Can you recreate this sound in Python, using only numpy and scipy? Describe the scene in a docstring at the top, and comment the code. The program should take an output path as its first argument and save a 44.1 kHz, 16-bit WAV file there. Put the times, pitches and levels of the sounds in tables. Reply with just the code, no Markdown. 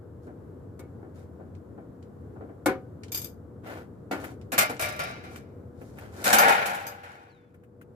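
"""A distant town rumbles around an open roof, with soft, dull thumps close to a stereo microphone.
Kneeling at an open air-conditioner unit, a worker bumps its cabinet, and small metal parts clink in his
hand. He rises, a loose panel clatters, and his soles scuff the sandy concrete. Then he drags a sheet-metal
grille away: it bangs, sticks and slips, and rings out. A machine hums nearby; a bird whistles once."""
import sys
import numpy as np
from scipy import signal
from scipy.fft import rfft, irfft, next_fast_len
from scipy.io import wavfile
from scipy.ndimage import map_coordinates

SR = 44100
rng = np.random.default_rng(int(sys.argv[2]) if len(sys.argv) > 2 else 0)


def waveform_to_disk(signal):
    """Save audio, clipped to [-1, 1], as 16-bit WAV at the path in sys.argv[1]."""
    frames = np.transpose(np.atleast_2d(signal))
    scaled = np.clip(frames, -1, 1) * 32767
    samples = np.round(scaled).astype(np.int16)
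    wavfile.write(sys.argv[1], SR, samples)


N = 350595

# The grille's frame hits the concrete. Each row: start in seconds, body level in dB, edge level in dB.
GRILLE_BANGS = [(6.241, -34.5, -24), (6.261, -22.5, -29), (6.328, -17.5, -15), (6.383, -18.5, -23.5),
                (6.482, -24.5, -27.5), (6.657, -30, -31), (6.745, -45, -39.5), (7.032, -44, -59)]
# Pulls on the grille. Each row: start in seconds, hardest moment in seconds, level in dB.
GRILLE_PULLS = [(6.255, 6.49, -19), (7.03, 7.143, -55)]
# The side panel strikes its frame. Each row: start in seconds, body level in dB, edge level in dB.
PANEL_BLOWS = [(4.519, -33, -30.5), (4.529, -32.5, -51), (4.579, -18.5, -17), (4.607, -22.5, -24),
               (4.695, -41, -38), (4.794, -30.5, -30.5), (4.82, -29.5, -30), (4.991, -30, -36.5),
               (5.237, -46.5, -57)]
# Bumps on the cabinet. Each row: start in seconds, body and edge levels in dB, decay time in seconds.
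CABINET_KNOCKS = [(.792, -48.5, -48, 0.3), (2.659, -18, -24, 0.2), (2.682, -23.5, -41, 0.2),
                  (4.112, -30.5, -61, 0.41)]
# Small contacts close to the microphone. Each row: start in seconds, level in dB.
STEEL_CLINKS = [(3.119, -30.5), (3.145, -26), (3.174, -31.5), (3.216, -38), (3.244, -37), (4.582, -22),
                (6.385, -20), (6.867, -36)]
DRY_TAPS = [(1.55, -48), (2.026, -47), (3.034, -31.5), (3.0823, -40.5), (4.1139, -24), (4.413, -43.5),
            (4.766, -33.5), (5.359, -34.5)]
HOLLOW_KNOCKS = [(3.671, -44), (4.241, -33.5), (5.359, -39), (5.815, -48.5), (5.985, -40), (7.542, -56.5),
                 (7.635, -58.5), (7.8121, -48.5)]
DULL_THUMPS = [(0.269, -39), (1.027, -41.5), (1.396, -42.5), (1.777, -40), (2.359, -42.5), (2.408, -36.5),
               (2.489, -40.5), (4.111, -25), (4.526, -27.5), (4.696, -28.5), (5.812, -42)]
# Shoes scuff the roof. Each row: start and length in seconds, sole level in dB, grit level in dB.
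SHOE_SCUFFS = [(0.21, .14, -74, -74.5), (1.133, 0.17, -57.5, -70), (3.628, 0.27, -39, -77),
               (4.177, 0.21, -42.5, -59), (5.292, 0.17, -49, -60.5), (5.735, 0.44, -61, -68.5),
               (5.954, 0.23, -47.5, -70), (6.111, 0.59, -39.5, -50.5)]
# Single modes that stand out of the metal. Each row: frequency in Hz, level in dB.
GRILLE_RING = [(489, -7), (577, -1.5), (726, -2), (799, 1.5), (920, -5), (1326, -3), (1405, -6), (1469, -5),
               (1701, -1), (1870, -8), (2158, -4.5), (2395, -6), (2467, -8.5)]
PANEL_RING = [(611, 2.5), (1176, 5), (1387, 3.5), (1703, -0.5), (2105, -0.5), (2316, 0.5), (2449, -1.5),
              (2900, -8), (3671, -14), (3849, -8.5), (5030, -5.5)]
CABINET_RING = [(274, 1.5), (312, -5.5), (382, -1.5), (527, 0.5), (748, -8.5), (1224, -7), (1490, -8.5),
                (2200, -4)]
STEEL_RING = [(2350, -12), (3570, -9.5), (4772, -3.5), (5243, -7), (6244, -2.5), (6626, -7.5), (7565, -7),
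              (9600, -9), (12900, 4), (13150, -3), (14850, -5.5)]
# The dense resonances of each sheet-metal body. Each row: frequency in Hz, spectral level in dB.
GRILLE_BODY = [(90, -49.5), (200, -7), (350, -22), (520, -7), (800, 1), (1100, -7), (1500, -0.5),
               (2000, -9.5), (2500, -11), (3600, -20.5), (6000, -29.5)]
PANEL_BODY = [(150, -8), (300, -13.5), (450, -8), (650, 2), (1000, -8.5), (1400, -3.5), (1900, -7),
              (2400, -6), (3200, -17), (6000, -22)]
CABINET_BODY = [(90, -14), (190, -2.5), (300, 6.5), (480, -2.5), (800, -4.5), (1400, -6.5), (2300, -15.5),
                (3500, -27.5), (6000, -36)]
# Noise colours of the close contacts and the far town. Each row: frequency in Hz, spectral level in dB.
EDGE_COLOUR = [(1800, -3), (3500, -3), (4800, -5), (8000, -3), (11000, -3.5), (13000, -3.5), (15500, -12.5)]
TAP_COLOUR = [(700, -15), (2200, 5.5), (4000, -1), (8000, -6), (15000, -26.5)]
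HOLLOW_COLOUR = [(500, -14), (1500, 2.5), (2500, -4.5), (4200, -24), (12000, -16)]
DULL_COLOUR = [(120, -21.5), (250, 7.5), (750, 3.5), (1100, -4), (1500, -0.5), (4000, -21.5), (9000, -28.5)]
GRIT_COLOUR = [(1500, -26.5), (3500, 6), (7000, 6.5), (12000, 0.5), (15500, -6)]
TOWN_COLOUR = [(25, -29.5), (52, -11.5), (75, -10), (93, 0.5), (163, -7.5), (286, -8.5), (450, -11.5),
               (790, -25.5), (1460, -31.5), (2500, -52), (5000, -56), (15000, -57)]
# The tones of the nearby machine. Each row: frequency in Hz, level in dB.
HUM_TONES = [(457.5, -69), (484.5, -60.5)]
# How alike near and far sounds are left and right. Each row: frequency in Hz, likeness from 0 to 1.
NEAR_LIKENESS = [(200, 0.97), (800, 0.69), (2000, 0.53), (4000, 0.083), (12000, 0.2)]
FAR_LIKENESS = [(80, 0.98), (300, 0.82), (700, 0.25), (1500, 0.074), (8000, .2)]
# The microphone's lean to the left. Each row: frequency in Hz, left minus right in dB.
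LEFT_BIAS = [(100, 1), (350, 4), (800, 2), (2300, 1.5), (5000, 0.5), (13000, 4.5)]

TIPPED_S, STANDING_T60_S, TIPPED_T60_S = 6.3, 0.47, 0.85  # tipped off the ground, the grille rings longer
LINGER_HZ, LINGER_DB, LINGER_T60_S = 805, -31, 2  # the grille's longest mode
PULL_DB_PER_S, EASE_DB_PER_S = 32.5, 62  # the judder swells, then eases as the weight leaves the ground
SAND_DB, SAND_CLEARS_DB_PER_S = -11, 59  # sand cracks most at the start of a pull
LET_GO_S, HELD_T60_S, FREE_T60_S = 4.75, 0.27, 0.63  # the hand damps the panel until it lets go
CLINK_T60_S = 0.18
SOFT_THUMP_HZ, FIRM_THUMP_DB, FIRMING = 740, -30.5, 9.5  # the cutoff climbs steeply on a firm thump
TOWN_DB, DRONE_DB = -47.5, -52  # far rumble and its deep drone
# The background rumble dips after the loud bangs, then recovers.
DIP_START_S, DIP_BOTTOM_S, DIP_DB, RECOVER_DB_PER_S = 6.2, 7.36, 11.5, 11.5
DRONE_DIPS, HUM_DIPS = 4.2, 0.25  # times as far as the rumble, in dB
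TOP_HZ = 15500  # the microphone's band limit


def grille():
    """Close by, the frame bangs down, then sticks and slips over the concrete; one mode lingers."""
    blows = [(s, body_db, edge_db, STANDING_T60_S if s < TIPPED_S else TIPPED_T60_S)
             for s, body_db, edge_db in GRILLE_BANGS]
    bangs = struck(blows, GRILLE_BODY, GRILLE_RING, dense_db=0, ring_db=-4, ring_life=1.05,
                   damp_hz=1300, edge_t60=0.13, rattle_db=-12)
    add(bangs, TIPPED_S, amp(LINGER_DB) * rasp([(LINGER_HZ, 0)], LINGER_T60_S, width=.025))
    slips = np.zeros((2, N))
    for corner in range(4):  # each corner catches on its own and rings the frame differently
        body = burst(list(GRILLE_BODY) + [(9000, -37.5)], 0.03)
        modes = amp(-10) * ring(GRILLE_RING, 0.23, damp_hz=2000, detune=0.0067)
        catches = pulses(50, spread_db=-0.5)
        slips += signal.fftconvolve(catches[None], body + modes, axes=1)[:, :N]
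    judder, sand = pull_gains()
    drag = judder * unit(slips) + sand * grit(600, spread_db=8.5)
    return placed(bangs + drag, NEAR_LIKENESS, lag_ms=0.371)


def pull_gains():
    """Gains of the judder, which swells and eases with each pull, and of the sand, soon swept aside."""
    t, judder, sand = np.arange(N) / SR, np.zeros(N), np.zeros(N)
    for start, hardest, db in GRILLE_PULLS:
        slack_db = np.maximum(PULL_DB_PER_S * (hardest - t), EASE_DB_PER_S * (t - hardest))
        judder += (t > start) * amp(db - slack_db)
        sand += (t > start) * amp(db + SAND_DB - SAND_CLEARS_DB_PER_S * np.abs(t - start))
    return judder, sand


def panel():
    """A loose panel near the microphone rocks and clatters as the worker gets up."""
    blows = [(s, body_db, edge_db, HELD_T60_S if s < LET_GO_S else FREE_T60_S)
             for s, body_db, edge_db in PANEL_BLOWS]
    clatter = struck(blows, PANEL_BODY, PANEL_RING, dense_db=0.5, ring_db=-3.5, ring_life=1.066,
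                     damp_hz=5410, edge_t60=0.1, rattle_db=-6)
    return placed(clatter, NEAR_LIKENESS, lag_ms=0.372)


def cabinet():
    """Almost straight ahead, the heavy cabinet answers each bump with a dull, short knock."""
    knocks = struck(CABINET_KNOCKS, CABINET_BODY, CABINET_RING, dense_db=-0.5, ring_db=-0.5,
                    ring_life=1.44, damp_hz=1370, edge_t60=0.058, rattle_db=-16)
    return placed(knocks, NEAR_LIKENESS, lag_ms=0.051)


def small_parts():
    """Close up, bits of steel clink and rub; dry taps sound, and loose parts give hollow knocks."""
    out = np.zeros((2, N))
    for s, db in STEEL_CLINKS:
        chime = amp(-10) * ring(STEEL_RING, CLINK_T60_S, damp_hz=9000, detune=.008)
        rub = amp(-5) * rasp(STEEL_RING, CLINK_T60_S, width=.015)
        contact = amp(6) * rasp(STEEL_RING, .028, width=0.0078) + amp(-3.5) * burst(EDGE_COLOUR, 0.02)
        sizzle = amp(-9.5) * burst(EDGE_COLOUR, CLINK_T60_S)
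        add(out, s, amp(db) * (chime + rub + contact + sizzle))
    for s, db in DRY_TAPS:
        tap = amp(-4.5) * burst(TAP_COLOUR, 0.017) + amp(-20.5) * burst(TAP_COLOUR, 0.15)
        add(out, s, amp(db) * tap)
    for s, db in HOLLOW_KNOCKS:
        add(out, s, amp(db) * burst(HOLLOW_COLOUR, 0.059))
    return placed(out, NEAR_LIKENESS, lag_ms=0.23)


def thumps():
    """Soft, dull thumps close by, then a few firmer, brighter ones."""
    out = np.zeros((2, N))
    for s, db in DULL_THUMPS:
        corner_hz = SOFT_THUMP_HZ * (1 + amp(db - FIRM_THUMP_DB) ** FIRMING)
        noise = coloured(rng.standard_normal((2, SR)), DULL_COLOUR)
        thud = filtered(noise, lambda hz: 1 / (1 + (hz / corner_hz) ** 2))
        add(out, s, amp(db) * unit(thud) * fade(0.25, attack=0.001))
    return placed(out, NEAR_LIKENESS, lag_ms=0.25)


def shoes():
    """Beside the microphone, soles scuff the sandy concrete."""
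    out = np.zeros((2, N))
    rub = coloured(np.array([pulses(1500, spread_db=3), pulses(1500, spread_db=3)]), DULL_COLOUR)
    sand = grit(2700, spread_db=7.5)
    for s, length, sole_db, grit_db in SHOE_SCUFFS:
        stroke = np.clip((np.arange(N) / SR - s) / length, 0, 1)
        pressure = np.sin(np.pi * stroke ** 0.6) ** 2  # quick start, slower release
        out += pressure * (amp(sole_db) * rub + amp(grit_db) * sand)
    return placed(out, NEAR_LIKENESS, lag_ms=0.25)


def grit(rate, spread_db):
    """Sand grains crack under something sliding."""
    return coloured(np.array([pulses(rate, spread_db), pulses(rate, spread_db)]), GRIT_COLOUR)


def town():
    """Far beyond the roof, a rumble with an uneven deep drone and a thin whine."""
    dip_db = background_dip()
    rumble_gain = amp(TOWN_DB - dip_db + .6 * wobble(5))
    drone_gain = amp(DRONE_DB - DRONE_DIPS * dip_db)
    rumble = amp(2) * coloured(rng.standard_normal((2, N)), TOWN_COLOUR)
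    whine = amp(-45.5) * band(7450, width_hz=500)
    drone = band(85.7, width_hz=26) * amp(0.52 * wobble(1.8))
    return placed(rumble_gain * (rumble + whine) + drone_gain * drone, FAR_LIKENESS, lag_ms=0)


def machine_hum():
    """A machine nearby runs on, its tones wavering a little."""
    t = np.arange(N) / SR
    tones = sum(amp(db + 1.5 * wobble(4)) * np.sin(2 * np.pi * hz * t + .7 * wobble(4))
                for hz, db in HUM_TONES)
    return np.sqrt(2) * tones * amp(-HUM_DIPS * background_dip())


def bird():
    """One faint, thin whistle in the centre that falls fast and levels off."""
    t = np.arange(SR // 5) / SR
    hz = 3420 + 1500 * np.exp(-t / .048)
    envelope = np.interp(t, [0, .015, .14, t[-1]], [0, 0.91, 0.2, 0.19])
    note = envelope * np.sin(2 * np.pi * np.cumsum(hz) / SR)
    out = np.zeros((2, N))
    add(out, 7.29, amp(-67.5) * np.array([note, note]))
    return out


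def background_dip():
    """How far the background rumble has dipped, in dB."""
    t = np.arange(N) / SR
    fall = np.interp(t, [DIP_START_S, DIP_BOTTOM_S], [0, DIP_DB])
    return fall - RECOVER_DB_PER_S * np.maximum(t - DIP_BOTTOM_S, 0)


def struck(blows, colour, modes, dense_db, ring_db, ring_life, damp_hz, edge_t60, rattle_db):
    """Blows on sheet metal: the dense body, its clear modes, a brief bright edge and a rattle."""
    out = np.zeros((2, N))
    for s, body_db, edge_db, t60 in blows:
        dense = amp(dense_db) * burst(list(colour) + [(9000, -43.0)], t60)
        clear = amp(ring_db) * ring(modes, t60 * ring_life, damp_hz)
        edge = burst(EDGE_COLOUR, edge_t60) + amp(rattle_db) * rattle(0.65 * t60)
        add(out, s, amp(body_db) * (dense + clear) + amp(edge_db) * edge)
    return out


def rattle(t60):
    """After a blow, loose edges keep chattering against each other."""
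    contacts = pulses(160, spread_db=4.5)[None, :SR]
    chatter = signal.fftconvolve(contacts, burst(EDGE_COLOUR, 0.03), axes=1)[:, :SR]
    return unit(chatter) * fade(t60)


def burst(colour, t60):
    """Countless close resonances dying together: two independent draws."""
    return coloured(rng.standard_normal((2, SR)), colour) * fade(t60)


def ring(modes, t60, damp_hz, detune=.003, scatter_db=2):
    """Clear modes, each a close beating pair, struck at new strengths every time: two draws."""
    hz, db = np.repeat(modes, 2, axis=0).T
    hz = hz * (1 + detune * rng.standard_normal(len(hz)))
    strength = amp(db + scatter_db * rng.standard_normal((2, len(hz))))
    phase = np.exp(2j * np.pi * rng.random((2, len(hz))))
    lines = np.zeros((2, SR // 2 + 1), complex)
    lines[:, np.round(hz).astype(int)] = strength * phase
    lines /= np.std(irfft(lines, SR))
    lasting = 1 / (1 + (np.arange(SR // 2 + 1) / damp_hz) ** 6)  # modes above damp_hz die twice as fast
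    return irfft(lines * lasting, SR) * fade(t60) + irfft(lines * (1 - lasting), SR) * fade(t60 / 2)


def rasp(modes, t60, width):
    """Modes blurred into rough bands, as when parts rub while they ring: two independent draws."""
    hz, db = np.transpose(modes)[:, :, None]
    bands = lambda f: np.sqrt(np.sum(amp(db) ** 2 / hz / (1 + ((f / hz - 1) / width) ** 4), axis=0))
    return unit(filtered(rng.standard_normal((2, SR)), bands)) * fade(t60)


def band(hz, width_hz):
    """A narrow band of noise: two independent draws."""
    noise = rng.standard_normal((2, N))
    return unit(filtered(noise, lambda f: 1 / (1 + ((f - hz) / (width_hz / 2)) ** 4)))


def pulses(rate, spread_db):
    """Contacts of uneven size at random moments, about rate a second."""
    contacts = (rng.random(N) < rate / SR) * rng.choice([-1, 1], N)
    return contacts * amp(spread_db * rng.standard_normal(N))


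def placed(pair, likeness, lag_ms):
    """Two draws become the microphone's left and right; the left hears the sound lag_ms later."""
    turn = lambda hz: np.arccos(np.clip(along(likeness, hz), -1, 1)) / 2
    mid, side = filtered(pair, lambda hz: np.array([np.cos(turn(hz)), np.sin(turn(hz))]))
    delay = lambda hz: np.exp(np.outer([-1, 1], 1j * np.pi * hz * lag_ms / 1000))
    return filtered(np.array([mid + side, mid - side]), delay)


def reflected(x, echo_db, count=7):
    """Tiles, floor and cabinet send the treble back within milliseconds and comb it."""
    paths = np.zeros((2, SR // 50))
    for side in paths:
        side[rng.integers(SR // 1000, SR // 70, count)] = rng.choice([-1, 1], count) / np.sqrt(count)
    treble = filtered(x, lambda hz: hz ** 2 / (hz ** 2 + 1500 ** 2))
    return x + amp(echo_db) * signal.fftconvolve(treble, paths, axes=1)[:, :N]


def fade(t60, attack=0.00099):
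    """One second of a struck thing's envelope, falling 60 dB in t60 seconds."""
    t = np.arange(SR) / SR
    return np.exp(-np.log(1000) * t / max(t60, .005)) * (1 - np.exp(-t / attack))


def wobble(rate):
    """A smooth random curve, rate knots a second."""
    return map_coordinates(rng.standard_normal(int(N * rate / SR) + 4), [np.arange(N) * rate / SR])


def coloured(x, colour):
    """x with a (Hz, dB) colour, at rms 1."""
    return unit(filtered(x, lambda hz: amp(along(colour, hz))))


def filtered(x, response):
    """x through a frequency response."""
    size = x.shape[-1]
    padded = next_fast_len(size + 8192)
    return irfft(rfft(x, padded) * response(np.fft.rfftfreq(padded, 1 / SR)), padded)[..., :size]


def along(points, hz):
    """(Hz, value) points read on a log axis."""
    knots_hz, values = np.transpose(points)
    return np.interp(np.log(hz + 1), np.log(knots_hz + 1), values)


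def add(track, s, sound):
    """Mixes a sound in at s seconds."""
    part = track[:, max(round(s * SR), 0):][:, :sound.shape[1]]
    part += sound[:, :part.shape[1]]


def amp(db):
    """Decibels to gain."""
    return 10 ** (np.asarray(db) / 20)


def unit(x):
    """Scaled to rms 1."""
    return x / np.sqrt(np.mean(x ** 2) + 1e-20)


def scene():
    """The open roof: close sounds and their reflections in front, town, machine and bird behind."""
    close = cabinet() + panel() + grille() + small_parts() + thumps() + shoes()
    near = reflected(close, echo_db=-2)
    return amp(-1) * near + town() + machine_hum() + bird()


def record(dry):
    """The microphone is more sensitive on the left, cuts the deep bass and stops at its band limit."""
    balance = lambda hz: amp(np.outer([.5, -.5], along(LEFT_BIAS, hz)))
    bass_cut = lambda hz: hz ** 4 / (hz ** 4 + 45 ** 4)
    top_cut = lambda hz: np.clip((TOP_HZ - hz) / 500 + .5, 0, 1)
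    return filtered(dry, lambda hz: balance(hz) * bass_cut(hz) * top_cut(hz))


dry = scene()
out = record(dry)
waveform_to_disk(out)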